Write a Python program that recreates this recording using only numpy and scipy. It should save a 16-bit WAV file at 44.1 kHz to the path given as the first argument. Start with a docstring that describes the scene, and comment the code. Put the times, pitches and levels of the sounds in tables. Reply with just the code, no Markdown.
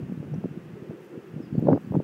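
"""Gusty wind at a wire fence on which a torn plastic bag flutters.
From the start, eddies hit the microphone as short dull thumps over a lumpy, filtered-noise rumble.
The wires hum, strongest in the middle, as wavering tones; the bag crackles faintly in clicks and snaps.
Later a small bird twitters far off in gliding tones, and the hardest gust comes near the end.
A distant drone and hiss, both coloured noise, lie under it all."""
import sys
import numpy as np
from scipy import signal
from scipy.fft import rfft, irfft
from scipy.io import wavfile
from scipy.ndimage import uniform_filter1d

SR = 44100
rng = np.random.default_rng(int(sys.argv[2]) if len(sys.argv) > 2 else 0)


def waveform_to_disk(signal):
    """Save audio, clipped to [-1, 1], as 16-bit WAV at the path in sys.argv[1]."""
    frames = np.transpose(np.atleast_2d(signal))
    scaled = np.clip(frames, -1, 1) * 32767
    samples = np.round(scaled).astype(np.int16)
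    wavfile.write(sys.argv[1], SR, samples)


N = 89655   # length in samples, about 2 s

WIND_FILTER_HZ = 135   # low cut of the microphone, applied to the eddies


def from_db(db):
    """Turn decibels into a gain."""
    return 10 ** (np.asarray(db) / 20)


def rms_one(x):
    """Scale a signal to rms 1."""
    return x / np.sqrt(np.mean(x ** 2) + 1e-20)


def in_time(rows):
    """Join (time, value) rows by straight lines."""
    return np.interp(np.arange(N) / SR, *np.transpose(rows))


def bell(s, length):
    """Smooth swell centred on s; length is the spread of the bell curve in seconds."""
    distance_in_lengths = (np.arange(N) / SR - s) / length
    return np.exp(-.5 * np.minimum(distance_in_lengths ** 2, 100))


def butter(x, hz, kind, order=2):
    """Butterworth filter that runs forward in time."""
    safe_hz = np.clip(hz, 10, .48 * SR)
    return signal.sosfilt(signal.butter(order, safe_hz, kind, fs=SR, output="sos"), x)


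def colour(x, spectrum):
    """Shape a signal by (frequency, level) points, fading outside them; rms 1."""
    hz, db = np.transpose(spectrum)
    f = np.maximum(np.fft.rfftfreq(N, 1 / SR), 1)
    gain = from_db(np.interp(np.log(f), np.log(hz), db))
    gain = gain * np.minimum(1, f / hz[0]) * np.minimum(1, hz[-1] / f) ** 2
    return rms_one(irfft(rfft(x) * gain, N))


def noise(spectrum):
    """Coloured noise of rms 1."""
    return colour(rng.standard_normal(N), spectrum)


def even_noise(spectrum):
    """Coloured noise with its slow chance swells ironed out."""
    x = noise(spectrum)
    window = int(.014 * SR)   # swings slower than about 14 ms are evened out
    power = uniform_filter1d(uniform_filter1d(x ** 2, window), window)
    return rms_one(x / np.sqrt(np.abs(power) + 1e-9))


def drift(rate):
    """Random wander of rms 1, mostly slower than rate in Hz."""
    f = np.fft.rfftfreq(N, 1 / SR)
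    return rms_one(irfft(rfft(rng.standard_normal(N)) / (1 + (f / rate) ** 4), N))


def tone(hz):
    """Sine of rms 1 that follows a pitch curve."""
    return np.sqrt(2) * np.sin(2 * np.pi * (np.cumsum(hz) / SR + rng.random()))


def buffets():
    """Each eddy is one lopsided pressure pulse in a short wake; the low cut turns it into a thump."""
    # eddies that hit the microphone: t/s, peak level/dB, sharpness f/Hz
    eddies = [(.027, -26.5, 170), (0.068, -29, 200), (.097, -27.5, 240), (0.112, -30, 200),
              (.123, -25, 330), (0.176, -25, 237), (0.202, -22.5, 176), (0.2296, -28.5, 435),
              (.277, -35.5, 175), (.317, -28, 230), (0.339, -27.5, 490), (0.36, -23.5, 210),
              (.381, -26.5, 170), (0.4412, -24.5, 570), (.446, -19, 243), (0.4574, -20.5, 333),
              (.469, -36, 230), (.512, -29, 210), (0.557, -29.5, 300), (0.575, -26.5, 280),
              (.734, -33, 173), (0.823, -31, 180), (.897, -25, 198), (0.91, -26.5, 413),
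              (1.176, -26.5, 260), (1.340, -26.5, 170), (1.365, -26.5, 240), (1.4038, -25, 310),
              (1.527, -18.5, 190), (1.546, -23, 220), (1.5535, -18, 335), (1.5813, -13.5, 220),
              (1.590, -17.5, 230), (1.5942, -22.5, 420), (1.6256, -19, 320), (1.638, -25.5, 270),
              (1.654, -19, 240), (1.6682, -20, 320), (1.672, -20, 732), (1.688, -4, 550), (1.695, -22, 230),
              (1.7032, -11.5, 530), (1.716, -12, 595), (1.7234, -12.5, 252), (1.7307, -17, 947),
              (1.7344, -11, 352), (1.745, -31, 400), (1.7522, -16.5, 390), (1.7619, -18, 523),
              (1.7765, -19.5, 676), (1.847, -30.5, 279), (1.874, -26.5, 220), (1.91, -18.5, 160),
              (1.9227, -23.5, 480), (1.942, -20.5, 613), (1.9471, -14, 222), (1.9538, -16.5, 634),
              (1.967, -13.5, 290), (1.9734, -12.5, 200), (1.99, -19, 190), (2.0026, -17.5, 443)]
    rise_periods, fall_over_rise = 0.16, 1.37   # rise time in periods of the sharpness
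    low_share, high_times = 0.66, 1.6   # band of the eddy as multiples of its sharpness
    wake_db, wake_s, wake_bright = -22, .0035, 1.773   # level, length, cut-off over sharpness
    out, t = np.zeros(N), np.arange(N) / SR
    for s, db, hz in eddies:
        u = np.clip((t - s) * hz / rise_periods, -60, 60)
        pulse = 1 / (np.exp(-u) + np.exp(u / fall_over_rise))
        pulse = butter(pulse, hz * low_share, "high")
        thump = butter(pulse, hz * high_times, "low", order=3)
        thump = butter(thump, WIND_FILTER_HZ, "high", order=3)
        # move the deepest dip to the listed moment and set the peak to 1
        thump = np.roll(thump, int(s * SR) - np.argmin(thump)) / np.abs(thump).max()
        churning = rms_one(butter(rng.standard_normal(N), hz * wake_bright, "low", order=5))
        wake = butter(churning * bell(s, wake_s), WIND_FILTER_HZ, "high", order=4)
        out += from_db(db) * (thump + from_db(wake_db) * wake)
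    return out


def turbulence():
    """Lumpy rumble follows the gust; a brighter churning grows faster and shows only in hard wind."""
    # strength of the wind at the microphone: t/s, level/dB
    gust = [(0, -33.5), (.12, -38), (.16, -40.5), (.25, -37), (.35, -34.5), (.41, -39.5), (.57, -41),
            (.63, -44), (.73, -42), (.86, -48), (.91, -45), (.97, -52.5), (1.12, -54.5), (1.18, -54),
            (1.26, -52), (1.37, -36), (1.49, -44), (1.55, -34.5), (1.65, -29), (1.695, -22.5), (1.76, -26),
            (1.8, -40.5), (1.83, -45.5), (1.89, -39), (1.96, -25.5), (2.03, -40)]
    # spectrum of the rumble: f/Hz, relative level/dB
    rumble_spectrum = [(30, -47.5), (60, -36.5), (100, -11), (155, 5), (220, -0.5), (350, -10.5),
                       (500, -23), (750, -28.5), (1200, -45), (2500, -84.5)]
    # spectrum of the churning: f/Hz, relative level/dB
    churn_spectrum = [(150, -18.5), (300, 7.5), (560, -4.5), (750, -15.5), (1000, -26), (1400, -46),
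                      (2200, -52.5), (4000, -55.5)]
    rumble_db = -2   # relative to the gust
    lumpy_db, lumps_hz = 2.0, 78   # depth and speed of the lumps
    churn_db, churn_from_db = -25.5, -24.5   # churning level at this gust strength
    churn_growth = 2.4   # dB of churning per dB of gust
    gust_db = in_time(gust)
    lumps = rms_one(from_db(lumpy_db * drift(lumps_hz)))
    rumble = from_db(gust_db + rumble_db) * even_noise(rumble_spectrum)
    churn_level_db = churn_db + churn_growth * (gust_db - churn_from_db)
    churn = from_db(churn_level_db) * even_noise(churn_spectrum)
    return lumps * (rumble + churn)


def throbs():
    """For a few cycles at a time, vortices leave the microphone's edge in step."""
    # air throbs across the microphone: t/s, length/s, pitch f/Hz, level/dB
    throb_rows = [(0.038, 0.032, 169.4, -38), (0.123, 0.018, 177.8, -34.5), (0.111, 0.033, 235.1, -37.5),
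                  (0.337, 0.014, 150, -28), (0.377, 0.014, 168, -34.5), (1.37, 0.016, 160.3, -39),
                  (1.586, 0.005, 152.2, -22), (1.687, 0.0027, 573.4, -15), (1.713, 0.031, 152.3, -24),
                  (1.726, 0.0042, 256, -16.5), (1.925, 0.0086, 145, -37.5)]
    waver_hz = 9
    out = np.zeros(N)
    for s, length, hz, db in throb_rows:
        out += from_db(db) * bell(s, length) * tone(hz + waver_hz * drift(30))
    return out


def wires():
    """Vortices shed by the fence wires make a hum of unsteady level and pitch."""
    # loudness of the hum: t/s, level/dB
    hum_level = [(0, -62), (.48, -67), (.57, -43), (.63, -58), (.72, -66.5), (.82, -45), (.88, -58.5),
                 (.94, -39), (.975, -55), (1.01, -48), (1.09, -53.5), (1.16, -39), (1.21, -63.5),
                 (1.339, -50.5), (1.469, -46), (1.6, -59)]
    # pitch of the hum: t/s, f/Hz
    hum_pitch = [(.7, 348), (.82, 362), (.94, 348), (1.02, 362), (1.18, 364), (1.35, 350), (1.5, 320)]
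    waver_hz, flicker_db = 19.45, -0.5   # spread of the random wander; the sign makes no difference
    level_db = in_time(hum_level) + flicker_db * drift(25)
    return from_db(level_db) * tone(in_time(hum_pitch) + waver_hz * drift(35.3))


def bag():
    """Flutters let tiny random crinkles through, and now and then a crease snaps as a short tone."""
    # the sheet flutters: t/s, length/s, level/dB
    flutters = [(.14, 0.092, -80), (1.05, 0.036, -72.5), (1.272, .025, -82), (1.622, 0.037, -77),
                (1.83, 0.051, -74), (1.95, 0.057, -75)]
    # spectrum of the crinkles: f/Hz, relative level/dB
    crinkle_spectrum = [(3000, -23), (6500, -2), (9000, -7.5), (12500, -7), (15500, -4)]
    # creases of the bag snap: t/s, peak level/dB, f/Hz
    snap_rows = [(.126, -65, 13000), (.3435, -54, 5460), (.560, -70, 11500), (1.035, -65, 11000),
                 (1.065, -64, 11500), (1.276, -64, 13500), (1.321, -67, 12500), (1.596, -59.5, 7200),
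                 (1.599, -58.5, 13000), (1.818, -65, 12500), (1.925, -64, 13500)]
    crinkles_per_s = 790
    snap_s, snap_scatter = 0.0011, 0.066   # length; pitch scatter as a share of the pitch
    clicks = (rng.random(N) < crinkles_per_s / SR) * rng.standard_normal(N)
    flutter = sum(from_db(db) * bell(s, length) for s, length, db in flutters)
    crinkles = colour(clicks, crinkle_spectrum) * flutter
    snaps = np.zeros(N)
    for s, db, hz in snap_rows:
        ring = tone(hz * (1 + snap_scatter * drift(1500))) / np.sqrt(2)   # peak 1
        snaps += from_db(db) * bell(s, snap_s) * ring
    return crinkles + snaps


def bird():
    """Thin, wavering glides from far away, blurred by scattered echoes."""
    # bird notes: t/s, length/s, start f/Hz, middle f/Hz, end f/Hz, level/dB
    chirps = [(1.411, .065, 5500, 4900, 4800, -66.5), (1.527, 0.076, 4550, 4560, 4913, -72.5),
              (1.636, .04, 4640, 4210, 4280, -73), (1.713, .07, 5310, 4710, 5020, -69.5),
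              (1.84, 0.022, 4400, 4710, 5000, -73)]
    waver_hz, echo_db, echo_s = 99, -4, 0.035   # pitch waver; echo level and decay time
    out, t = np.zeros(N), np.arange(N) / SR
    for s, length, first, middle, last, db in chirps:
        u = np.clip((t - s) / length, 0, 1)   # progress through the note
        hz = np.interp(u, [0, .5, 1], [first, middle, last]) + waver_hz * drift(250)
        swell = np.sqrt(np.abs(np.sin(np.pi * u)) / 2)
        out += from_db(db) * swell * tone(hz)
    echo = rng.standard_normal(N) * np.exp(-t / echo_s)
    echo = echo / np.sqrt(np.sum(echo ** 2))
    return out + from_db(echo_db) * signal.fftconvolve(out, echo)[:N]


def distance():
    """A low drone, as of far traffic, swells and sinks under a steady open-air hiss."""
    # spectrum of the drone: f/Hz, relative level/dB
    drone_spectrum = [(60, -40), (150, -6), (200, -6.5), (280, -10), (350, 0.5), (420, -3), (500, -6),
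                      (620, -19.5), (1000, -29.5)]
    # loudness of the drone: t/s, level/dB
    drone_level = [(0, -55.5), (.6, -51.5), (.8, -45), (.94, -46), (1.04, -51), (1.15, -43), (1.27, -50.5),
                   (1.46, -50.5), (1.8, -54), (2.03, -44.5)]
    # spectrum of the hiss: f/Hz, relative level/dB
    air_spectrum = [(30, -18.5), (200, -2), (700, 0), (1000, -0.5), (1300, 0), (1800, -2), (2300, -6.5),
                    (2650, -4.5), (3000, -9), (3400, -13), (3900, -17.5), (5500, -19), (7500, -22.5),
                    (10000, -25.5), (13500, -26), (15800, -25.5)]
    air_db = -57
    drone = from_db(in_time(drone_level)) * noise(drone_spectrum)
    hiss = from_db(air_db) * noise(air_spectrum)
    return drone + hiss


def scene():
    """Wind on the microphone in front of the fence, the bag, the bird and the distance."""
    return (buffets() + turbulence() + throbs() + wires() + bag() + bird() + distance())[None]


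def record(dry):
    """Cut the top steeply with an elliptic low-pass."""
    cutoff_hz = 15750
    return signal.sosfilt(signal.ellip(12, .1, 80, cutoff_hz, fs=SR, output="sos"), dry)


dry = scene()
out = record(dry)
waveform_to_disk(out)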